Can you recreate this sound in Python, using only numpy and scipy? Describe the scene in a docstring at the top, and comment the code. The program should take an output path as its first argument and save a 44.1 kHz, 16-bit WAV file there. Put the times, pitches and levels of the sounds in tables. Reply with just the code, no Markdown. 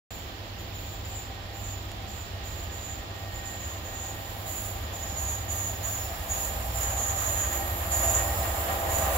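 """At dusk an open station platform lies in the town's hush, and a transformer hums. Far off, the engine of a
diesel freight train throbs, and ahead of it the rails sing in high, gritty bursts as the wheel rims rub.
Near 2 s something ticks close by. From about 4 s the bursts grow stronger and brighter, and single
wheel notes flare up. The wheels roar and clatter louder and louder, surging three times from about 7 s.
At the end the train is still approaching. It is all heard through a phone's two microphones."""
import sys
import numpy as np
from scipy import signal
from scipy.fft import rfft, irfft, next_fast_len
from scipy.io import wavfile
from scipy.ndimage import uniform_filter1d, map_coordinates

SR = 44100
rng = np.random.default_rng(int(sys.argv[2]) if len(sys.argv) > 2 else 0)


def generate_wav(sig):
    """Save sig (samples, or channels by samples) to the path in sys.argv[1] as 16-bit PCM at SR."""
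    pcm = np.round(np.clip(np.atleast_2d(sig).T, -1, 1) * 32767).astype(np.int16)
    wavfile.write(sys.argv[1], SR, pcm)


N = 404397
TIME = np.arange(N) / SR
FFT_SIZE = next_fast_len(N, True)
FREQ = np.arange(FFT_SIZE // 2 + 1) * SR / FFT_SIZE + 1e-3
NEARNESS = (TIME / TIME[-1]) ** 1.62  # 0 at the start, 1 at the end
ARRIVES_S = 11.58  # when the train would reach the platform
MIC_GAP_M = 0.19
RAIL_LAG_S, TRAIN_LAG_S = .00039, -.00014  # how much later the left microphone hears each


def undb(db):
    """Turn decibels into a gain."""
    return 10 ** (np.asarray(db) / 20)


def unit(x):
    """Scale to an average (rms) size of 1."""
    return x / np.sqrt(np.mean(x ** 2))


def curves(table):
    """Join a table's timed rows with straight lines, one curve per column."""
    times, *columns = np.transpose(table)
    return [np.interp(TIME, times, column) for column in columns]


def slope(points):
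    """Join (Hz, dB) points into a curve over all frequencies."""
    hz, db = np.transpose(points)
    return np.interp(np.log(FREQ), np.log(hz), db)


def resonances(notes):
    """A flat gain with a narrow peak at each ringing note."""
    peaks = sum(undb(db) ** 2 / (1 + (2 * (FREQ - hz) / width) ** 2) for hz, width, db in notes)
    return np.sqrt(1 + peaks)


def colour(x, gain):
    """Filter by a gain per frequency, then scale to size 1."""
    return unit(irfft(rfft(x, FFT_SIZE) * gain, FFT_SIZE)[..., :N])


def wander(per_s):
    """A smooth random curve of size 1 that takes per_s new values a second."""
    step = max(int(SR / per_s), 2)
    held = np.repeat(rng.standard_normal(N // step + 1), step)
    return unit(uniform_filter1d(uniform_filter1d(held, step), step)[:N])


def patches(hz, times, width_hz, last_s):
    """Smooth random patches over frequency and time, of size 1."""
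    grid = rng.standard_normal((2048, 64))
    places = np.meshgrid(hz / width_hz, times / last_s, indexing="ij")
    return unit(map_coordinates(grid, places, order=1, mode="wrap"))


def swell(peak_s, length_s):
    """A smooth rise to 1 and back."""
    return np.exp(-(2 * (TIME - peak_s) / length_s) ** 2)


def pan(db):
    """Left and right gains; positive dB leans left."""
    return undb(np.array([[.5], [-.5]]) * db)


def blend(a, b, share):
    """Mix unrelated sounds at steady power; b gets the given share."""
    share = np.clip(share, 0, 1)
    return np.sqrt(1 - share) * a + np.sqrt(share) * b


def arriving(x, lag_s):
    """One sound at both microphones, the left one late by lag_s."""
    return np.array([np.roll(x, int(round(lag_s * SR))), x])


def all_around():
    """Noise from all sides: alike at both microphones in the bass, unrelated in the treble."""
    likeness = .98 * np.sinc(2 * FREQ * MIC_GAP_M / 343)
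    mid, side = rfft(rng.standard_normal((2, FFT_SIZE)))
    mid, side = mid * np.sqrt(1 + likeness), side * np.sqrt(1 - likeness)
    return irfft(np.array([mid + side, mid - side]), FFT_SIZE)[:, :N]


def tone(hz, waver_db, drift_rad):
    """A far tone that wavers in level and phase as its paths through the air change."""
    cycles = np.cumsum(hz * np.ones(N)) / SR + rng.random()
    return unit(undb(waver_db * wander(5)) * np.sin(2 * np.pi * cycles + drift_rad * wander(4)))


def nearing(end_db, rise_db):
    """Level in dB at a steady approach: it gains rise_db each time the distance halves."""
    seconds_away = np.maximum(ARRIVES_S - TIME, .5)
    return end_db - rise_db * np.log2(seconds_away / seconds_away[-1])


# The tones in the exhaust. Each row: multiple of the crankshaft's turning rate, relative level in dB.
EXHAUST_TONES = [(4, -25), (5, -12), (7, 1), (8, -3), (9, -2), (10, -2), (12, -25), (14, -28), (16, -14.5),
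                 (21, -27), (25, -24), (30, -17)]
# The exhaust's rumble. Each row: frequency in Hz, relative level in dB.
RUMBLE_SPECTRUM = [(16, -46), (26, -20), (35, -4), (58, -1.5), (80, 2), (98, -2.5), (112, -18),
                   (170, -16.5), (300, -28.5), (600, -44)]
# The engine swells and fades as its sound bounces off the ground.
# Each row: time in seconds, relative exhaust level in dB, relative firing note level in dB.
ENGINE_LEVELS = [(.1, -44.5, -57), (1.4, -43, -55), (1.6, -41.5, -44), (2.05, -41, -54), (2.4, -40.5, -43),
                 (3.2, -41.5, -57), (3.7, -41, -52), (4.3, -43, -61), (5.2, -36, -47), (6.15, -39.5, -48),
                 (6.4, -34.5, -43), (6.8, -38, -34), (7.1, -36.5, -41), (7.65, -35, -39), (8.3, -33, -31),
                 (8.65, -35, -45), (8.9, -33, -44), (9.17, -31.5, -27)]
SHAFT_HZ = 10.08  # crankshaft turns per second


def locomotive():
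    """Uneven cylinders add a row of tones around the firing note, over a rough exhaust rumble."""
    exhaust_db, firing_db = curves(ENGINE_LEVELS)
    throb = unit(sum(undb(db) * tone(multiple * SHAFT_HZ, waver_db=1.5, drift_rad=0.95)
                     for multiple, db in EXHAUST_TONES))
    rumble = colour(all_around(), undb(slope(RUMBLE_SPECTRUM)))
    # the throb stands out more as the locomotive comes into the open
    exhaust = undb(exhaust_db - 0.74) * blend(rumble, throb, 0.27 + 0.57 * NEARNESS)
    firing = undb(firing_db - 1.5) * tone(6 * SHAFT_HZ, waver_db=0.5, drift_rad=0.8)
    whine = arriving(fan_and_gears() + turbo(), TRAIN_LAG_S)
    return (exhaust + firing + whine) * pan(-0.46)


# The fan's and gears' tones.
# Each row: pitch in Hz, far level in dB, near level in dB, waver in dB, phase drift in radians.
WHINE_TONES = [(345.2, -63, -51.5, 4, 1.35), (672, -68, -42, -1, 2), (783, -61, -48, 2, 3.6),
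               (1240, -75.5, -54.5, 5.5, 1.6)]


def fan_and_gears():
    """The spinning fan and gears whine louder as the locomotive nears."""
    return sum(undb(far_db + (near_db - far_db) * NEARNESS) * tone(hz, waver_db, drift_rad)
               for hz, far_db, near_db, waver_db, drift_rad in WHINE_TONES)


def turbo():
    """The turbocharger's thin whistle sinks slightly and flutters in the air."""
    pitch_hz = 1874 - 1.9 * TIME
    return undb(nearing(end_db=-53, rise_db=2.5)) * tone(pitch_hz, waver_db=4.5, drift_rad=2.03)


# The notes that wheels and track ring at. Each row: pitch in Hz, width in Hz, strength in dB.
WHEEL_NOTES = [(676, 8.3, 1.5), (778.6, 12.5, 12), (802, 7.6, 14.5), (847, 19, 7), (1021, 20, 5),
               (1177, 11.6, 8.5), (1247, 11, 9), (1353, 9.4, 9.5), (1532, 17, 5.5), (1693, 19, 4.5),
               (1870, 19, 9)]
# The roar of wheels on rail. Each row: frequency in Hz, relative level in dB.
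ROAR_SPECTRUM = [(130, -10.5), (300, -12), (410, -10.5), (530, -1), (680, 1.5), (820, -7.5), (910, -7.5),
                 (1100, -9.5), (1800, -31)]
# The brighter clatter of wheels and wagons. Each row: frequency in Hz, relative level in dB.
CLATTER_SPECTRUM = [(600, -26), (1000, 0.5), (1200, 2), (1420, -3), (1600, 0), (1850, -0.5), (2100, -3.5),
                    (3200, -6), (4500, -14.5), (6000, -22), (9000, -31)]
# The roar surges as the train comes into the open.
# Each row: time of the peak in seconds, length in seconds, boost in dB.
ROAR_SURGES = [(6.85, .35, 1.5), (8.15, 0.34, 3), (9.018, 0.43, 3.5)]


def wheels(ring_db):
    """Rough rails shake the wheels and track until they ring; the wagons rattle unevenly."""
    ringing = resonances(WHEEL_NOTES)
    # part of the roar bounces off the station's walls, the rest comes straight down the line
    roar = blend(all_around(), arriving(rng.standard_normal(N), TRAIN_LAG_S), 0.57)
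    # part of the clatter runs through the rails and leaves them beside the platform
    clatter = blend(all_around(), arriving(rng.standard_normal(N), RAIL_LAG_S), 0.2)
    roar = colour(roar * undb(0.67 * wander(22)), undb(slope(ROAR_SPECTRUM)) * ringing)
    clatter = colour(clatter * undb(0.95 * wander(35)), undb(slope(CLATTER_SPECTRUM)) * ringing)
    surge_db = sum(db * swell(peak_s, length_s) for peak_s, length_s, db in ROAR_SURGES)
    shake_db = np.interp(ring_db, [-50, -38, -30], [0, 1, 4])  # hard rubbing shakes the wagons too
    roar_db = nearing(end_db=-32, rise_db=8.48) + surge_db
    clatter_db = nearing(end_db=-35.5, rise_db=7.5) + shake_db
    return undb(roar_db) * roar * pan(0.19) + undb(clatter_db) * clatter * pan(-1.3)


# The rubbing that goes on between bursts.
# Each row: time in seconds, relative ring level in dB, relative sizzle level in dB.
STEADY_RUBBING = [(0, -61.5, -62), (2, -61, -63.5), (3.1, -59.5, -64.5), (4.35, -51.5, -50.5),
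                  (4.9, -55, -56), (6.2, -50, -45), (7.6, -47.5, -41), (8.4, -43, -37.5),
                  (9.17, -48, -41.5)]
# Bursts of wheel rims (flanges) rubbing the rail. Each row: start in seconds, length in seconds,
# relative ring level in dB, relative sizzle level in dB, the ring's lean to the left in dB.
RUB_BURSTS = [(.08, 0.11, -49, -55, 2), (0.578, .03, -52, -58, 4), (0.73, 0.22, -49.5, -57.5, 3),
              (1.036, 0.14, -48, -58, 3), (1.16, 0.035, -44, -60, -1), (1.532, 0.11, -50, -55, -5),
              (1.635, 0.082, -43.5, -56, -5), (1.796, 0.035, -53, -63, -5), (2.076, 0.14, -49, -59, -7.5),
              (2.43, 0.21, -48.5, -54.5, -4), (2.706, 0.14, -46.5, -56, -4), (2.816, .13, -45.5, -58, -8),
              (3.135, .15, -58, -57, -8), (3.316, .08, -49.5, -57, -7), (3.45, 0.065, -43, -53, -8),
              (3.586, .14, -45, -55, -4.5), (3.83, 0.18, -45.5, -59, -5), (3.995, 0.091, -42.5, -60, -5),
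              (4.2, .08, -54, -64, -4), (4.456, 0.22, -41.5, -43, -5), (4.923, 0.22, -43.5, -50.5, -5),
              (5.157, 0.18, -36.5, -43.5, -3.5), (5.481, 0.2, -37, -41, -5),
              (5.824, 0.19, -37.5, -40.5, -3), (6.289, 0.17, -36, -39.5, -4), (6.598, .05, -49, -50, -3),
              (6.733, 0.084, -41, -38, -4), (6.805, 0.13, -35, -50, -5), (6.956, 0.15, -33.5, -41.5, -4),
              (7.16, 0.22, -35.5, -38, -7), (7.373, .08, -33.5, -49, -4), (7.5, 0.063, -36.5, -40, -3),
              (7.905, 0.21, -31, -36.5, -5), (8.127, .05, -29, -43, -3), (8.893, 0.15, -37.5, -35.5, -9),
              (9.105, .05, -61, -35.5, -4)]


def rubbing():
    """Bursts add to the steady rubbing; gives ring level, sizzle level and the ring's lean, in dB."""
    ring_power, sizzle_power = undb(curves(STEADY_RUBBING)) ** 2
    lean = -2 * ring_power  # the steady ring sits 2 dB to the right
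    for start_s, length_s, ring_db, sizzle_db, lean_db in RUB_BURSTS:
        ring = undb(ring_db) * burst(start_s, length_s, attack_s=0.027, release_s=0.065)
        sizzle = undb(sizzle_db) * burst(start_s, length_s, attack_s=0.047, release_s=0.085)
        ring_power += ring ** 2
        sizzle_power += sizzle ** 2
        lean += ring ** 2 * lean_db
    return 10 * np.log10(ring_power), 10 * np.log10(sizzle_power), lean / ring_power


def burst(start_s, length_s, attack_s, release_s):
    """The loudness of one rub: the rim bites, holds, and the rail rings out."""
    age = TIME - start_s
    bite = np.sqrt(np.clip(age / attack_s, 0, 1))
    return bite * np.exp(-np.maximum(age - length_s, 0) / release_s)


# The ring, the band that travels furthest in the rail. Each row: frequency in Hz, relative level in dB.
RING_SPECTRUM = [(5000, -44), (6100, -27), (6520, -14), (6820, -4), (7060, 0), (7300, -4), (7480, -12),
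                 (7780, -19), (8300, -29), (9500, -42)]
# The sizzle, the rail's upper bands. Each row: frequency in Hz, relative level in dB.
SIZZLE_SPECTRUM = [(4500, -10), (5450, -11), (6000, -10), (7700, -3.5), (8500, -17), (9500, -8.5),
                   (10400, -4.5), (11700, 2.5), (12600, 2), (13800, -0.5), (15000, 1), (16000, 1.5)]


def singing_rails(ring_db, sizzle_db, lean_db):
    """The steel carries the rubbing far ahead of the train, as a high ring and a higher sizzle."""
    # harder rubbing spills over the edges of the band, mostly downwards
    ring_tightness = np.interp(ring_db, [-50, -40, -30], [1.3, 1.08, .86])
    sag = np.interp(ring_db, [-48, -30], [0, .024])
    # from far away only the middle of the upper bands survives
    sizzle_tightness = np.interp(TIME, [0, 6], [1.55, 1.0])
    coarse_slips = friction(grains_per_s=290, grit_db=1.0)
    ring = rail_band(coarse_slips, RING_SPECTRUM, ring_tightness, sag, shimmer_db=4.0)
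    fine_slips = friction(grains_per_s=1100, grit_db=0.5)
    sizzle = rail_band(fine_slips, SIZZLE_SPECTRUM, sizzle_tightness, sag, shimmer_db=4.3)
    ring = ring * undb(ring_db + 2.0 + wander(40)) * pan(lean_db)
    sizzle = sizzle * undb(sizzle_db + 3.5 + 0.63 * wander(55)) * pan(-9.5)
    return ring + sizzle


def friction(grains_per_s, grit_db):
    """Tiny slips of steel on steel make grainy noise; the nearest rail reaches both microphones."""
    left, right, nearest = (rng.standard_normal(N) * undb(grit_db * wander(grains_per_s))
                            for _ in range(3))
    return blend(np.array([left, right]), arriving(nearest, RAIL_LAG_S), 0.22)


# Wheel notes that squeal through the rail. Each row: pitch in Hz, width in Hz, relative strength in dB.
SQUEAL_NOTES = [(6540, 12, 7), (6784, 16, 11), (6924, 11, 8), (7080, 20, 4), (7187, 11, 10), (7251, 14, 13),
                (7590, 20, 7), (8620, 40, 5), (10449, 25, 5), (11644, 20, 6), (12118, 16, 8),
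                (13157, 11, 10), (13260, 40, 5), (14223, 15, 8), (14524, 15, 6), (14955, 15, 7)]


def rail_band(slips, spectrum, tightness, sag, shimmer_db):
    """The rail filters the slips into a shimmering band; tightness narrows it and sag lowers it."""
    hz, times, frames = signal.stft(slips, SR, nperseg=4096)
    shifted_hz = np.outer(hz, 1 + np.interp(times, TIME, sag))
    band_db = np.interp(shifted_hz, FREQ, slope(spectrum)) * np.interp(times, TIME, tightness)
    # the wheels' notes come through more as the train nears, each in its own moments
    clearness = np.interp(times, [0, 4, 7], [.15, .5, .95])
    moments = np.maximum(1 + 0.34 * patches(hz, times, width_hz=210, last_s=0.46), 0)
    notes_db = 20 * np.log10(np.interp(hz, FREQ, resonances(SQUEAL_NOTES)))
    squeal_db = notes_db[:, None] * clearness * moments
    # countless weaker notes ripple the band
    ripple_db = shimmer_db * patches(hz, times, width_hz=36, last_s=.35)
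    ripple_db += patches(hz, times, width_hz=170, last_s=0.32)
    gain = undb(band_db + squeal_db + ripple_db)
    gain /= np.sqrt(np.mean(gain ** 2, axis=0))  # same power at every moment
    return unit(signal.istft(frames * gain, SR)[1][:, :N])


# The rails' faint, far-travelled hiss. Each row: frequency in Hz, relative level in dB.
HISS_SPECTRUM = [(6300, -22), (7050, 3), (7900, -19), (10000, -31), (12000, -12), (14000, 16), (15200, 23),
                 (16000, 1)]


def rail_hiss(ring_db):
    """A faint hiss pulses with the far bursts and is buried under the near ones."""
    level_db = np.interp(ring_db, [-65, -49], [-64.5, -53.5])
    hiss = colour(rng.standard_normal((2, N)), undb(slope(HISS_SPECTRUM)))
    return undb(level_db) * hiss * pan(-9.0)


# Single wheel notes that flare up.
# Each row: time of the peak in seconds, length in seconds, pitch in Hz, relative level in dB.
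WHEEL_FLARES = [(4.0, .55, 8580, -62), (5.1, .3, 5470, -56), (6.05, .3, 5470, -53), (6.4, .15, 5470, -55),
                (6.78, .22, 5470, -54), (7.17, .25, 5470, -54), (8.37, .32, 5430, -55)]


def wheel_flares():
    """Now and then one ringing note of a wheel swells up raggedly and dies away."""
    flares = np.zeros((2, N))
    for peak_s, length_s, hz, db in WHEEL_FLARES:
        narrow_peak = 1 / (1 + ((FREQ - hz) / 130) ** 2)
        note = colour(rng.standard_normal((2, N)), narrow_peak)
        flares += undb(db) * swell(peak_s, length_s) * note
    return flares * undb(1.5 * wander(30)) * pan(-3)


# The hush of station and town. Each row: frequency in Hz, relative level in dB.
HUSH_SPECTRUM = [(22, -6), (42, 13.5), (90, 4.5), (130, 2.5), (320, 0), (440, -2), (780, -2), (1200, -8),
                 (2200, -8), (3300, -5.5), (4800, -11.5), (6200, -19), (8200, -40), (16000, -36)]
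# The side the hush leans to. Each row: frequency in Hz, left minus right in dB.
HUSH_LEAN = [(100, -2.5), (1200, -2.5), (2400, -5.5), (4400, -7), (8000, -13)]


def town_hush():
    """Soft noise drifts in from the town all around, a little stronger on the right."""
    waver = undb(.3 * wander(5))
    gain = undb(slope(HUSH_SPECTRUM)) * pan(slope(HUSH_LEAN))
    return undb(-41.5) * colour(all_around() * waver, gain)


def transformer():
    """Mains power makes a transformer hum on one low note."""
    return undb(-44.0) * tone(hz=100, waver_db=0.5, drift_rad=0.38) * pan(-3.2)


def tick(at_s, level_db, decay_s):
    """One tiny dry tick close by."""
    age = np.maximum(TIME - at_s, 0)
    return -undb(level_db) * (TIME >= at_s) * np.exp(-age / decay_s) * pan(1.5)


def scene():
    """The train, the singing rails and the station together."""
    ring_db, sizzle_db, lean_db = rubbing()
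    train = locomotive() + wheels(ring_db)
    rails = singing_rails(ring_db, sizzle_db, lean_db) + rail_hiss(ring_db) + wheel_flares()
    station = town_hush() + transformer() + tick(at_s=1.917, level_db=-19, decay_s=.00006)
    return train + rails + station


def record(dry):
    """The phone starts listening a moment late and cuts the highest treble."""
    start_s, top_hz = .106, 15720
    treble_cut = signal.ellip(12, .2, 75, top_hz, fs=SR, output="sos")
    return signal.sosfilt(treble_cut, dry * (TIME >= start_s))


dry = scene()
out = record(dry)
generate_wav(out)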